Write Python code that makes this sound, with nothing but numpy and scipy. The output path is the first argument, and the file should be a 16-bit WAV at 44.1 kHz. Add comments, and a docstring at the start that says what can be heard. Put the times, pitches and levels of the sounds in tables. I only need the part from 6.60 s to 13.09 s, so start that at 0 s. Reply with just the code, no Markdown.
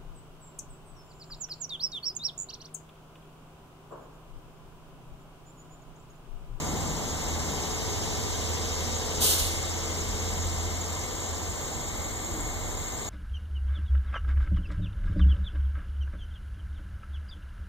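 """A cooling fan blows and drones over mains hum: a home-built laser engraver is at work in a small
workshop, close to a pair of microphones. Its stepper coils whistle in quick sweeps, the motors whirr,
the carriage sings and the gantry rumbles and jolts. One axis rubs along its rail, speeds up and slows
again. About 2.6 seconds in, one short hiss bursts out, scatters from the walls and dies away."""
import sys
import numpy as np
from scipy import signal
from scipy.fft import rfft, irfft
from scipy.io import wavfile

SR = 44100
rng = np.random.default_rng(int(sys.argv[2]) if len(sys.argv) > 2 else 0)


def transcribe(u):
    """Save the signal u as a 16-bit wav file named by the first command-line argument.

    u: samples, shape (n,) or (channels, n), limited to [-1, 1]; the rate is SR.
    q: integer samples, one column per channel.
    """
    v = np.clip(np.atleast_2d(u).T, -1, 1)
    q = np.round(v * 32767).astype(np.int16)
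    wavfile.write(sys.argv[1], SR, q)


N = 286209
T = np.arange(N) / SR
HZ = np.fft.rfftfreq(N, 1 / SR)
THROB_HZ, PULLEY_HZ, SWAY_HZ, CHIRP_HZ = 43.92, 13.29, 4.855, 4.778  # sweep rates of the coil whistles

# How alike the two microphones hear noise. Each row: frequency in Hz, likeness from 0 to 1.
MIC_LIKENESS = [(25, .94), (70, .85), (160, .6), (400, .52), (800, .72), (1200, .92), (2500, .96),
                (3700, .84), (5000, .84), (6500, .68), (7700, .75), (10000, .87), (15000, .8)]
# Standing waves of the workshop. Each row: frequency in Hz, lead of the left microphone in radians.
ROOM_LEAD = [(20, 0.28), (60, 0.74), (135, 1), (190, 0.68), (270, 0), (360, 0.68), (500, 0.91), (1200, 0)]
# The fan's shaft. Each row: time in seconds, turns per second.
ROTOR_SPEED = [(0, 79), (1.4, 80), (2, 81.7), (3.3, 83.8), (4.1, 84.4), (5.2, 84.15), (6.49, 83.1)]
# The fan's drone. Each row: time in seconds, level in dB, left minus right in dB.
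ROTOR_DRONE = [(0, -42, -9), (.2, -38.5, -2), (.42, -50.5, -12), (.75, -34.5, -3), (1, -43.5, -1),
               (1.6, -48, -8), (1.9, -35, -5.5), (2.3, -39, -7), (2.8, -36.5, -6), (3.3, -37.5, 1),
               (3.9, -33, -2), (4.3, -36.5, 0), (4.5, -42.5, 3), (4.75, -39.5, -1.5), (5.05, -44.5, -5),
               (6, -47, -11), (6.49, -56, -5)]

# Noise spectra. Each row: frequency in Hz, relative spectral level in dB.
AIR_SPECTRUM = [(130, 3.5), (250, -2.5), (330, 0), (400, -2.5), (600, -1.5), (980, -3.5), (1420, -8),
                (2150, -5.5), (2700, -12), (3800, -5), (6000, -18), (7900, -6.5), (8900, -22), (14500, -18)]  # rush of the fan
RUMBLE_SPECTRUM = [(10, -20), (20, 1), (38, 11), (57, 6.5), (75, 10), (115, -5.5), (170, -13.5), (280, -46),
                   (600, -30)]  # frame and floor
THUD_SPECTRUM = [(12, -14), (24, -2), (40, 15), (56, 5), (78, 8), (115, -13), (280, -33)]  # a jolt through the floor
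SHUDDER_SPECTRUM = [(60, -25), (115, 6.5), (160, 1), (220, 5), (300, -0.5), (420, -14), (900, -2),
                    (1600, -29)]  # gantry frame
RUB_SPECTRUM = [(1500, -13), (2600, -7.5), (3300, -4), (4300, -6), (5300, -3), (6200, 0.5), (7900, -10),
                (8900, -16), (11500, -17.5), (14500, -23)]  # wheels and belt along the rail
HISS_SPECTRUM = [(1400, -7), (2000, -14), (2800, 4), (3800, 7), (5200, 4.5), (6300, 4.5), (7200, 8),
                 (9000, 4.5), (12000, 4), (13300, 3.5), (14500, -1), (15300, 5)]  # the short burst

# Resonances. Each row: centre in Hz, width in Hz, relative level in dB.
FAN_HOUSING_RESONANCES = [(325, 23, 0), (440, 36, 1), (496, 22, -4.5), (755, 29, -2), (1012, 50, -4.5),
                          (1180, 28, -4.5)]
STEPPER_CASING_RESONANCES = [(6680, 290, -11), (7220, 180, 0.5), (7570, 120, -2), (11340, 140, -17.5),
                             (13300, 420, -17.5)]
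CARRIAGE_RESONANCES = [(5230, 36, 2), (5520, 48, -3), (6540, 80, 7), (6760, 120, -0.5), (6760, 140, 5),
                       (7300, 320, 10)]
RAIL_RESONANCES = [(2486, 20, -10.5), (3770, 37, 3), (3980, 30, -0.5), (4950, 98, -0.5)]

# Jolts of the gantry. Each row: middle and length in seconds, thud and shudder levels in dB.
GANTRY_JOLTS = [(0.267, .3, -50, -55), (.66, 0.26, -40, -56), (0.933, 0.18, -58, -40),
                (2.64, 0.18, -36.5, -38.5), (2.885, 0.29, -36.5, -60), (3.6, 1.8, -43, -54),
                (5.416, 0.16, -39.5, -64), (5.803, 0.27, -36, -44), (6.124, 0.3, -40, -62)]
# Mains hum. Each row: frequency in Hz, relative level in dB, left minus right in dB, left lead in radians.
MAINS_PARTIALS = [(99.8, 0, -4.5, 2), (149.8, -13, 3, 1)]
# Swells of the hum. Each row: middle and length in seconds, level of the added hum in dB.
MAINS_SWELLS = [(.1, 0.83, -47), (1.5, 0.97, -40), (6, 0.68, -46.5)]
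# Thin tones of the motors. Each row: frequency in Hz, level in dB, left minus right in dB.
MOTOR_TONES = [(238.1, -57.5, 11.5), (1185, -64, 1), (12768, -70, 14)]
# Coil whistles. Each row: top pitch, dip and jitter in Hz, sweeps per second, first crest in seconds,
# crest sharpness, starting level in dB, growth in dB per second, fade in the dip in dB,
# relative level of the octave in dB, left minus right in dB.
COIL_WHISTLES = [(7530, 90, 16, THROB_HZ, 0.0024, 1, -47.5, 0.41, 10, -14, 7.5),
                 (7260, 170, 59.3, THROB_HZ, .001, 1, -51, 0, 5, -25, -6.5),
                 (6875, 260, 37.2, PULLEY_HZ, 0.0151, 1.5, -48.5, 0.16, 4, -16, 1),
                 (6740, 110, 85, SWAY_HZ, .097, 4, -50, 0, 13.5, -25, -3),
                 (6310, 70, 50.4, CHIRP_HZ, 0.056, 10, -54, -0.27, 11.5, -24, 6)]
# Scrapes in each turn of the belt pulley. Each row: centre and width in Hz, level at top speed in dB,
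# place in the turn from 0 to 1.
PULLEY_SCRAPES = [(3100, 760, -48, 0.52), (5240, 480, -46, 0.16), (7860, 200, -49, 0.96)]
# Travel of the moving axis. Each row: time in seconds, share of top speed from 0 to 1.
AXIS_TRAVEL = [(0, 0.47), (1.3, 0.84), (2.3, 0.93), (4.8, 0.42), (5.8, 0.22), (6.49, 0.25)]
# Rough whirrs of the motors. Each row: start and end in seconds, first pitch, last pitch and smear in Hz,
# level in dB, left minus right in dB.
MOTOR_WHIRRS = [(-.15, 0.448, 157, 159.5, 2.8, -42, 5), (0.403, 1.15, 159.8, 163.9, 3.6, -50.5, 10),
                (0.037, .3, 301, 280, 17, -45, -2), (0.8, 1.995, 423, 434.4, 14, -48.5, 15),
                (1.851, 2.689, 450.6, 498.4, 28.3, -46.5, 10), (2.1, 3.106, 522, 547, 14.3, -48.5, 9),
                (2.298, 3.6, 335, 317.5, 24, -51.5, 3), (2.448, 2.753, 433, 432, 13.2, -44, 9),
                (3.154, 3.953, 444, 448, 18.5, -48, -8), (3.187, 4.398, 192.6, 185.8, 10.8, -49.5, 6),
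                (5.65, 5.913, 371.6, 216.7, 25, -46, 3)]


def amp(db):
    """Decibels to gain."""
    return 10 ** (np.asarray(db) / 20)


def unit_rms(x):
    """Scales to rms 1."""
    return x / np.sqrt(np.mean(abs(x) ** 2) + 1e-20)


def over_time(rows, column=1):
    """One column of a time table at every sample."""
    rows = np.asarray(rows, float)
    return np.interp(T, rows[:, 0], rows[:, column])


def over_frequency(rows):
    """A frequency table at every bin, joined on a log axis."""
    hz, value = np.transpose(rows)
    return np.interp(np.log(HZ + 1), np.log(hz + 1), value)


def drift(rate_hz):
    """Random wander of rms 1, mostly slower than rate_hz."""
    lowpass = np.exp(-(HZ / rate_hz) ** 2) * (HZ > 0)
    return unit_rms(irfft(rfft(rng.standard_normal(N)) * lowpass, N))


def progress(start, length):
    """Runs from 0 to 1 during an event."""
    return np.clip((T - start) / length, 0, 1)


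def arch(start, length):
    """A gain that swells and fades once."""
    return np.sin(np.pi * progress(start, length))


def running_phase(hz):
    """Phase of a frequency curve, from a random start."""
    return 2 * np.pi * (np.cumsum(hz * np.ones(N)) / SR + rng.random())


def panned(balance_db):
    """Microphone gains for a level difference, left minus right."""
    return amp(np.array([[.5], [-.5]]) * balance_db)


def mic_lag(hz, delay_s=1 / 2595, from_hz=1190):
    """Phase by which the left microphone trails; the bass arrives in step."""
    return 2 * np.pi * delay_s * np.maximum(hz - from_hz, 0)


def tone(phase, balance_db, lead=0.):
    """A sine at both microphones, rms 1 before panning; the left leads by `lead` radians."""
    return np.sqrt(2) * np.array([np.cos(phase + lead), np.cos(phase)]) * panned(balance_db)


def noise(colour, skew=0.):
    """Noise of rms 1 reaching the microphones from both sides; skew favours left (-1) or right (1)."""
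    right, unrelated = rfft(rng.standard_normal((2, N)))
    arrival = np.cos(mic_lag(HZ)) - 1j * skew * np.sin(mic_lag(HZ))
    shared = over_frequency(MIC_LIKENESS) * arrival * np.exp(1j * over_frequency(ROOM_LEAD))
    left = shared * right + np.sqrt(1 - abs(shared) ** 2) * unrelated
    return unit_rms(irfft(colour * np.array([left, right]), N))


def resonances(modes):
    """Gain over frequency of a few steep resonances."""
    return np.sqrt(sum((amp(db) / (1 + ((HZ - hz) / width) ** 2)) ** 2 for hz, width, db in modes))


def split(x, corner_hz):
    """The parts of a sound below and above a soft corner."""
    low = irfft(rfft(x) / (1 + (HZ / corner_hz) ** 4), N)
    return low, x - low


def cooling_fan(body_db=-32.5, fade_db_per_s=0.5, fizz_db=-41.5, waver_db=0.6):
    """Air rushes through the housing and slowly eases; the unbalanced rotor drones."""
    bass_cut = HZ / np.hypot(HZ, 110)
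    colour = np.hypot(amp(over_frequency(AIR_SPECTRUM)), resonances(FAN_HOUSING_RESONANCES))
    body, fizz = split(noise(colour * bass_cut, skew=-0.11), corner_hz=1485)
    rush = body * amp(body_db - fade_db_per_s * T) + fizz * amp(fizz_db)
    shaft_hz = over_time(ROTOR_SPEED) + 0.26 * drift(2.9)
    drone = tone(running_phase(shaft_hz), over_time(ROTOR_DRONE, column=2), lead=1.0)
    return rush * panned(0.082) + drone * amp(over_time(ROTOR_DRONE) + waver_db * drift(11))


def gantry(rumble_db=-42.5, shudder_db=-38, settle_db_per_s=3.7):
    """The frame rumbles while its first shudder settles; each jolt gives a thud and a fresh shudder."""
    thud_gain, shudder_gain = np.zeros(N), amp(shudder_db - settle_db_per_s * T)
    for middle, length, thud_db, shake_db in GANTRY_JOLTS:
        swell = arch(middle - length / 2, length)
        thud_gain = np.hypot(thud_gain, swell * amp(thud_db))
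        shudder_gain = np.hypot(shudder_gain, swell * amp(shake_db))
    rumble = noise(amp(over_frequency(RUMBLE_SPECTRUM))) * amp(rumble_db)
    thuds = noise(amp(over_frequency(THUD_SPECTRUM))) * thud_gain
    shudder = noise(amp(over_frequency(SHUDDER_SPECTRUM))) * shudder_gain
    return (rumble + thuds) * panned(-0.95) + shudder * panned(2.5)


def mains_hum(level_db=-50, waver_db=2.2):
    """The mains hum holds its pitch and swells now and then."""
    bed = amp(level_db + waver_db * drift(1.9))
    swells = sum(amp(db) * arch(middle - length / 2, length) for middle, length, db in MAINS_SWELLS)
    hum = sum(tone(running_phase(hz), balance_db, lead) * amp(db)
              for hz, db, balance_db, lead in MAINS_PARTIALS)
    return hum * (bed + swells)


def motor_tones(waver_db=1.5, wander_hz=3.46):
    """The motors give thin tones that waver in pitch and level."""
    out = np.zeros((2, N))
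    for hz, db, balance_db in MOTOR_TONES:
        phase = running_phase(hz + wander_hz * drift(11.9))
        out += tone(phase, balance_db, -mic_lag(hz)) * amp(db + waver_db * drift(2.2))
    return out


def stepper_coils(fizz_db=-44.5, shimmer_db=3.0, wander_cycles=0.013):
    """Chopped current fizzes in the casings; each coil's whistle climbs, swells and dips with each step."""
    out = noise(resonances(STEPPER_CASING_RESONANCES), skew=0.26) * amp(fizz_db) * panned(1.1)
    for (top_hz, dip_hz, jitter_hz, sweeps_per_s, first_s, sharpness,
         db, growth_db_per_s, fade_db, octave_db, balance_db) in COIL_WHISTLES:
        cycles = sweeps_per_s * (T - first_s) + wander_cycles * drift(1)
        crest = .5 + .5 * np.cos(2 * np.pi * cycles)
        dip = 1 - crest ** sharpness
        phase = running_phase(top_hz - dip_hz * dip + jitter_hz * drift(154))
        whistle = tone(phase, balance_db, -mic_lag(top_hz))
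        octave = tone(2 * phase, 0, -mic_lag(2 * top_hz)) * amp(octave_db)
        pulsing = unit_rms(amp(shimmer_db * drift(80) - fade_db * dip))
        out += (whistle + octave) * amp(db + growth_db_per_s * T) * pulsing
    return out


def carriage(level_db=-47, surge_db=1.5):
    """The rolling carriage sings unevenly in its resonances."""
    singing = noise(resonances(CARRIAGE_RESONANCES), skew=0.12)
    return singing * amp(level_db + surge_db * drift(12)) * panned(0.72)


def moving_axis(top_speed_rub_db=-36.5, wander_turns=0.34, whine_db=-50, whine_waver_db=2.0):
    """The rub on the rail grows with speed and flutters as the pulley scrapes; the motor casing whines."""
    colour = np.hypot(amp(over_frequency(RUB_SPECTRUM)), resonances(RAIL_RESONANCES))
    rub = noise(colour, skew=-0.34) * amp(top_speed_rub_db + .5 * drift(39))
    turns = PULLEY_HZ * T + wander_turns * drift(0.48)
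    for hz, width, db, place in PULLEY_SCRAPES:
        stroke = abs(np.cos(np.pi * (turns - place))) ** 3
        rub += noise(resonances([(hz, width, 0)]), skew=-0.13) * amp(db) * unit_rms(stroke)
    whine = noise(resonances([(2134, 82, 0)]), skew=-0.2) * amp(whine_db + whine_waver_db * drift(2.7))
    return rub * over_time(AXIS_TRAVEL) * panned(0.56) + whine * panned(3.4)


def motor_whirrs(flutter_db=2.0, jitter_rate_hz=45, fullness=0.41):
    """Each whirr swells and fades on a gliding pitch that trembles enough to smear into the rush of air."""
    out = np.zeros((2, N))
    for start, end, first_hz, last_hz, smear_hz, db, balance_db in MOTOR_WHIRRS:
        glide_hz = first_hz + progress(start, end - start) * (last_hz - first_hz)
        phase = running_phase(glide_hz + smear_hz * drift(jitter_rate_hz))
        swell = abs(arch(start, end - start)) ** fullness
        out += tone(phase, balance_db) * amp(db + flutter_db * drift(32)) * swell
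    return out


def hiss(start_s=2.598, attack_s=0.032, fade_after_s=0.086, fade_s=0.45,
         level_db=-20, flicker_db=1.23, puff_db=-42):
    """A hiss, partly scattered from the walls, over a soft lingering puff; its top dies before its body."""
    attack = progress(start_s, attack_s)
    fading = 1 - progress(start_s + fade_after_s, fade_s)
    release = fading ** 1.98
    colour = amp(over_frequency(HISS_SPECTRUM))
    scatter = HZ / np.hypot(HZ, 3000)  # short waves scatter most
    from_walls = unit_rms(irfft(rfft(rng.standard_normal((2, N))) * colour * scatter, N))
    direct = noise(colour, skew=.5)
    body, top = split(unit_rms(direct + .7 * from_walls), corner_hz=10900)
    puff = noise(resonances([(990, 2700, 0)])) * amp(puff_db) * fading
    burst = (body + top * release) * release * amp(level_db + flicker_db * drift(50))
    return attack * (puff + burst) * panned(0.46)


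def scene():
    """The whole engraver, close up, at the left and right microphones."""
    return (cooling_fan() + gantry() + mains_hum() + motor_tones() + stepper_coils()
            + carriage() + moving_axis() + motor_whirrs() + hiss())


def record(dry):
    """The recorder takes both microphones up to its band limit of 15220 Hz."""
    lowpass = signal.firwin(511, 15220, window=("kaiser", 9), fs=SR)
    return signal.oaconvolve(dry, lowpass[None], "same")


dry = scene()
out = record(dry)
transcribe(out)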